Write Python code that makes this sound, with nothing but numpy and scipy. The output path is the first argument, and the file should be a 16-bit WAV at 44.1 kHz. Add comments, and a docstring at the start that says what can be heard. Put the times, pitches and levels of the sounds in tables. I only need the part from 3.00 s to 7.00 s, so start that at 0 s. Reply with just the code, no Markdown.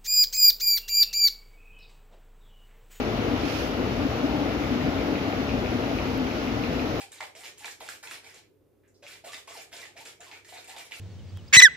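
"""A pine forest on a hillside, heard through a stereo pair of microphones.
From the start, wind or water roars far off with a hollow drone in it, under an even hiss from all around.
At 0.5 s something rustles once, close by on the right. From 1.5 s on, a small animal, probably a bird,
ticks about six times a second a little to the left, and the trunks scatter its calls back.
Near 3.2 s there is one tiny snap on the right."""
import sys
import numpy as np
from scipy import signal
from scipy.fft import rfft, irfft
from scipy.io import wavfile
from scipy.ndimage import uniform_filter1d

SR = 44100
rng = np.random.default_rng(int(sys.argv[2]) if len(sys.argv) > 2 else 0)


def to_wav(sig):
    """Store sig (one row per channel, or 1-D mono) as 16-bit WAV at the path in sys.argv[1].

    Samples outside -1..1 are clipped; the rate is SR.
    """
    pcm = np.clip(np.atleast_2d(sig), -1, 1) * 32767
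    pcm = np.round(pcm).astype(np.int16)
    wavfile.write(sys.argv[1], SR, pcm.T)  # frames by channels


N = 176400
TIME, BINS = np.arange(N) / SR, np.fft.rfftfreq(N, 1 / SR)

# far roar at the left microphone: f/Hz, relative density/dB
ROAR_SPECTRUM = [(10, -95), (21, -79), (32, -65), (45, -55), (60, -51), (76, -54), (115, -52), (162, -57),
                 (205, -53), (270, -57), (340, -51.5), (395, -57), (455, -53), (530, -59), (610, -56.5),
                 (790, -61.5), (950, -68), (1150, -77.5), (1500, -102), (3000, -135)]
# how far the roar lags at the left microphone: f/Hz, phase/rad
LEFT_LAG = [(40, 0.21), (160, 0.4), (220, 0.55), (290, 0.82), (380, 0.76), (600, 1), (900, 0.99)]
# deep bass of the roar: t/s, relative level/dB
BASS_DRIFT = [(0, -1.5), (.13, 3.5), (.25, 1.5), (.39, 2), (.52, -1), (.68, 1.5), (.77, -3), (.87, 2.5),
              (1.14, 2.5), (1.21, -9), (1.3, 2), (1.38, -0.5), (1.63, 1), (1.8, 0), (1.96, 2), (2.06, -1.5),
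              (2.17, -2), (2.35, -3), (2.52, 3.5), (2.72, 0), (2.83, -0.5), (2.97, 0.5), (3.2, 1),
              (3.37, -4), (3.55, 2), (3.67, -2), (3.8, -0.5), (4, 1)]
# the roar above that bass: t/s, relative level/dB
ROAR_DRIFT = [(0, 1.9), (.27, -0.5), (.38, -0.5), (.48, -1), (.6, -1.3), (.85, -0.1), (1.08, -0.8),
              (1.33, 1), (1.5, 0.6), (1.64, -1.3), (1.85, 0), (2.15, 0), (2.37, -1.7), (2.65, 0.3),
              (3.28, -1.5), (3.74, -3), (4, 0)]
# centre of the drone: t/s, f/Hz
DRONE_CENTRE = [(0, 249.7), (.3, 262.2), (.5, 279.3), (.8, 262), (1.35, 279.4), (1.75, 260.5), (2.1, 281.6),
                (2.32, 277.4), (2.56, 251.2), (2.9, 269.8), (3.2, 262.2), (3.5, 262), (4, 274.4)]
# surges of the drone: t/s, level/dB, half-length/s
DRONE_SURGES = [(0.214, -25, 0.017), (0.333, -26, 0.025), (0.452, -24, 0.025), (0.796, -28.5, 0.024),
                (1.038, -24, 0.02), (1.26, -28.5, 0.042), (1.394, -28, 0.12), (1.607, -30.5, 0.014),
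                (1.73, -26.5, 0.033), (1.89, -26.5, 0.043), (2.093, -27.5, 0.04), (2.333, -29.5, 0.077),
                (2.58, -28, 0.051), (2.747, -26, 0.018), (2.928, -28.5, 0.03), (3.182, -27, 0.054),
                (3.53, -26.5, 0.046), (3.833, -29, 0.073)]
# hiss from all around: f/Hz, left and right relative density/dB
HISS_SPECTRUM = [(20, -98, -97), (60, -76, -84), (250, -67, -71.5), (500, -69.5, -68), (750, -67, -70.5),
                 (1000, -67.5, -71.5), (1500, -66.5, -68.5), (1526, -69.5, -72.5), (1920, -70.5, -72),
                 (2830, -72, -73), (3300, -75, -77.5), (4140, -78.5, -79.5), (5150, -86.5, -79),
                 (6340, -93.5, -84.5), (7380, -102.3, -93), (7780, -107, -99.8), (8050, -123, -106.6),
                 (8850, -117, -101.6), (9800, -106.2, -96.5), (12500, -101.9, -93.5), (15200, -105, -95)]
# likeness of the hiss at the two microphones: f/Hz, correlation (-1 to 1)
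HISS_CORRELATION = [(500, 0.25), (1050, -0.13), (1250, 0.22), (1500, -0.28), (1780, -0.28), (2000, 0.072),
                    (2600, -0.051), (3400, -0.099), (4200, 0.031)]
# slow drift of the hiss: t/s, left and right relative level/dB
HISS_DRIFT = [(0, 1.5, 0.7), (.7, 1, 0), (1.6, 0.6, 0.4), (2.6, 0, 0), (4, 0, 0.7)]
# brief swells of single bands of the roar: t/s, centre f/Hz, level/dB
ROAR_SWELLS = [(.2, 1200, -45), (.285, 420, -31), (.84, 427, -30.5), (1.17, 1130, -42), (1.32, 744, -35.5),
               (1.5, 436, -39), (1.88, 180, -30.5), (2.02, 425, -34), (2.13, 176, -36.5),
               (2.29, 656, -33.5), (2.87, 660, -38), (3.72, 175, -32.5), (3.75, 420, -31.5)]
# close rustle: f/Hz, relative density/dB
RUSTLE_SPECTRUM = [(900, -32), (1700, -4), (2600, 5), (3600, -4), (5000, -2), (6400, -9), (7400, -18.5),
                   (8200, -24.5), (9500, -19.5), (12500, -19), (15500, -21)]
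# the animal's ticks: t/s, relative level/dB, f/Hz, time to peak/s
ANIMAL_TICKS = [(1.4564, -33, 2140, 0.0014), (1.6364, -32, 2190, 0.0016), (1.811, -30.5, 2150, 0.0011),
                (1.9844, -34.5, 2280, 0.0045), (2.155, -30.5, 2440, 0.0011), (2.3248, -33.5, 2440, 0.0012),
                (2.4918, -30, 2480, 0.0018), (2.6594, -30, 2420, 0.0016), (2.8212, -38.5, 2440, 0.0023),
                (2.9859, -27.5, 2470, 0.0013), (3.1435, -38, 2440, 0.0016), (3.3114, -32, 2480, 0.0012),
                (3.4732, -31, 2330, 0.0014), (3.6367, -29.5, 2520, 0.0017), (3.794, -29, 2520, 0.0016),
                (3.959, -37, 2470, 0.0014)]

ROAR_DB, ROAR_RIGHT_DB = -27.5, -4


def amp(db):
    """Decibels to gain."""
    return 10 ** (np.asarray(db) / 20)


def unit(x):
    """Scales to rms 1."""
    return x / np.sqrt(np.mean(x ** 2) + 1e-30)


def by_hz(table):
    """Reads each column of a table at every bin, on a log-frequency axis."""
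    hz, *columns = np.transpose(table)
    return np.array([np.interp(np.log(BINS + 1), np.log(hz + 1), c) for c in columns])


def by_time(table):
    """Reads each column of a table at every sample."""
    s, *columns = np.transpose(table)
    return np.array([np.interp(TIME, s, c) for c in columns])


def white():
    """The spectrum of white noise."""
    return rfft(rng.standard_normal(N))


def hump(centre_hz, width_hz, order=3):
    """Gain of a round-topped band."""
    return 1 / np.sqrt(1 + (2 * (BINS - centre_hz) / width_hz) ** (2 * order))


def add(mix, s, sound):
    """Mixes a sound in at time s."""
    part = mix[round(s * SR):][:len(sound)]
    part += sound[:len(part)]


def far_off(spectrum, right_db, steady_s=0.24):
    """A distant sound of even loudness, stronger at the left microphone and lagging there in phase."""
    left = unit(irfft(spectrum, N))
    right = unit(irfft(spectrum * np.exp(1j * by_hz(LEFT_LAG)[0]), N))
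    window = np.hanning(round(steady_s * SR) * 2)
    weight = signal.fftconvolve(np.ones(N), window, "same")
    slow_rms = np.sqrt(signal.fftconvolve(left ** 2, window, "same") / weight)
    return np.array([left, amp(right_db) * right]) / slow_rms


def roar(bass_edge_hz=153):
    """Distant wind or water: low, wide noise that swells slowly; its bass comes and goes on its own."""
    colour = unit(amp(by_hz(ROAR_SPECTRUM)[0]))
    bass = hump(0, 2 * bass_edge_hz, order=4)
    upper = np.sqrt(1 - bass ** 2)
    out = 0
    for band, drift in (bass, BASS_DRIFT), (upper, ROAR_DRIFT):
        share = np.sqrt(np.mean((colour * band) ** 2))
        noise = far_off(white() * colour * band, ROAR_RIGHT_DB)
        out += share * amp(ROAR_DB + by_time(drift)) * noise
    return out


def drone(floor_db=-33):
    """A narrow band of the far roar stands out, wanders in pitch and throbs in uneven surges."""
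    power = amp(floor_db) ** 2
    for s, db, half_s in DRONE_SURGES:
        power += amp(db) ** 2 * np.exp(-.5 * ((TIME - s) / half_s) ** 2)
    hz = by_time(DRONE_CENTRE)[0]
    band = signal.hilbert(irfft(white() * hump(hz.mean(), width_hz=54), N))
    wandering = (band * np.exp(2j * np.pi * np.cumsum(hz - hz.mean()) / SR)).real
    return np.sqrt(power) * far_off(rfft(wandering), right_db=-5.5)


def hiss(level_db=-35, patch_db=0.65, flicker_db=0.28):
    """Diffuse, slightly patchy hiss of the forest, reaching the microphones from all sides."""
    likeness = np.clip(by_hz(HISS_CORRELATION)[0], -1, 1)
    left = white()
    right = likeness * left + np.sqrt(1 - likeness ** 2) * white()
    pair = irfft(np.array([left, right]) * amp(by_hz(HISS_SPECTRUM)), N)
    frames = signal.stft(pair, nperseg=512)[2]
    patches = uniform_filter1d(rng.standard_normal(frames.shape[1:]), size=10, axis=0)  # 860 Hz wide
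    patches = unit(uniform_filter1d(patches, size=12, axis=1))  # 70 ms long
    flicker = unit(uniform_filter1d(rng.standard_normal(frames.shape[2]), size=6))
    patchy = signal.istft(frames * amp(patch_db * patches + flicker_db * flicker))[1][:, :N]
    return amp(level_db + by_time(HISS_DRIFT)) * unit(patchy)


def swells(half_s=0.03):
    """The far roar churns: now one band, now another rises for a moment."""
    out = 0
    for s, hz, db in ROAR_SWELLS:
        power = np.exp(-.5 * ((TIME - s) / half_s) ** 2)
        band = far_off(white() * hump(hz, width_hz=hz / 2), ROAR_RIGHT_DB)
        out += amp(db) * np.sqrt(power) * band
    return out


def rustle(at_s=0.5, half_s=0.12, s_per_octave=0.025, level_db=-35.5, left_db=-13, grain_db=1):
    """One soft brush close to the right microphone swells quickly, brightens while it holds, and fades."""
    noise = unit(irfft(np.array([white(), white()]) * amp(by_hz(RUSTLE_SPECTRUM)), N))
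    hz, t, frames = signal.stft(noise, SR, nperseg=256)
    crest_s = at_s + s_per_octave * np.log2(np.maximum(hz, 2000) / 2000)[:, None]  # treble crests later
    grain = amp(grain_db * unit(uniform_filter1d(rng.standard_normal(len(t)), size=3)))
    swell = np.exp(-.5 * abs((t - crest_s) / half_s) ** 3.4)  # flat top, steep sides
    brush = signal.istft(frames * swell * grain)[1][:, :N]
    return amp(level_db) * amp([[left_db], [0]]) * brush


def ticks(gain_db=6.5, right_db=-8.5, glide=0.035, overtone_ratio=1.6, overtone_db=-18, echo_db=-0.5):
    """An animal left of centre: rising chirps of a few cycles, with a weak overtone that rings longer."""
    calls = np.zeros(N)
    for s, db, hz, peak_s in ANIMAL_TICKS:
        age = TIME[:SR // 50] / peak_s  # 1 at the peak
        arch = age * np.exp(1 - age)
        phase = 2 * np.pi * np.cumsum(hz * (1 + glide * np.tanh(age - 1))) / SR
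        chirp = arch ** 6.9 * np.sin(phase)  # the higher the power, the shorter the pulse
        overtone = amp(overtone_db) * arch ** 1.3 * np.sin(overtone_ratio * phase)
        add(calls, s, amp(db + gain_db) * (chirp + overtone))
    return amp([[0], [right_db]]) * calls + amp(echo_db) * trunk_echoes(calls)


def trunk_echoes(sound, t60_s=0.45):
    """The trees scatter a sound into sparse echoes, different at each microphone."""
    t = TIME[:SR // 2]
    taps = rng.standard_normal((2, len(t))) * (rng.random((2, len(t))) < .03)
    taps *= amp(-60 * t / t60_s)
    taps /= np.linalg.norm(taps, axis=1, keepdims=True)
    return signal.fftconvolve(sound[None], taps, axes=1)[:, :N]


def snap(at_s=3.1765, decay_s=0.0046, level_db=-44, left_db=-18):
    """A thin, very high burst on the right that dies at once."""
    envelope = np.zeros(N)
    add(envelope, at_s, amp(level_db) * np.exp(-TIME[:SR // 10] / decay_s))
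    noise = unit(irfft(white() * hump(centre_hz=13800, width_hz=4800), N))
    return amp([[left_db], [0]]) * envelope * noise


def scene():
    """The forest as it reaches the two microphones."""
    return roar() + drone() + hiss() + swells() + rustle() + ticks() + snap()


def record(dry):
    """The recorder cuts off steeply at 15.6 kHz."""
    lowpass = signal.firwin(701, 15600, window=("kaiser", 9), fs=SR)
    return signal.oaconvolve(dry, lowpass[None], "same")


dry = scene()
out = record(dry)
to_wav(out)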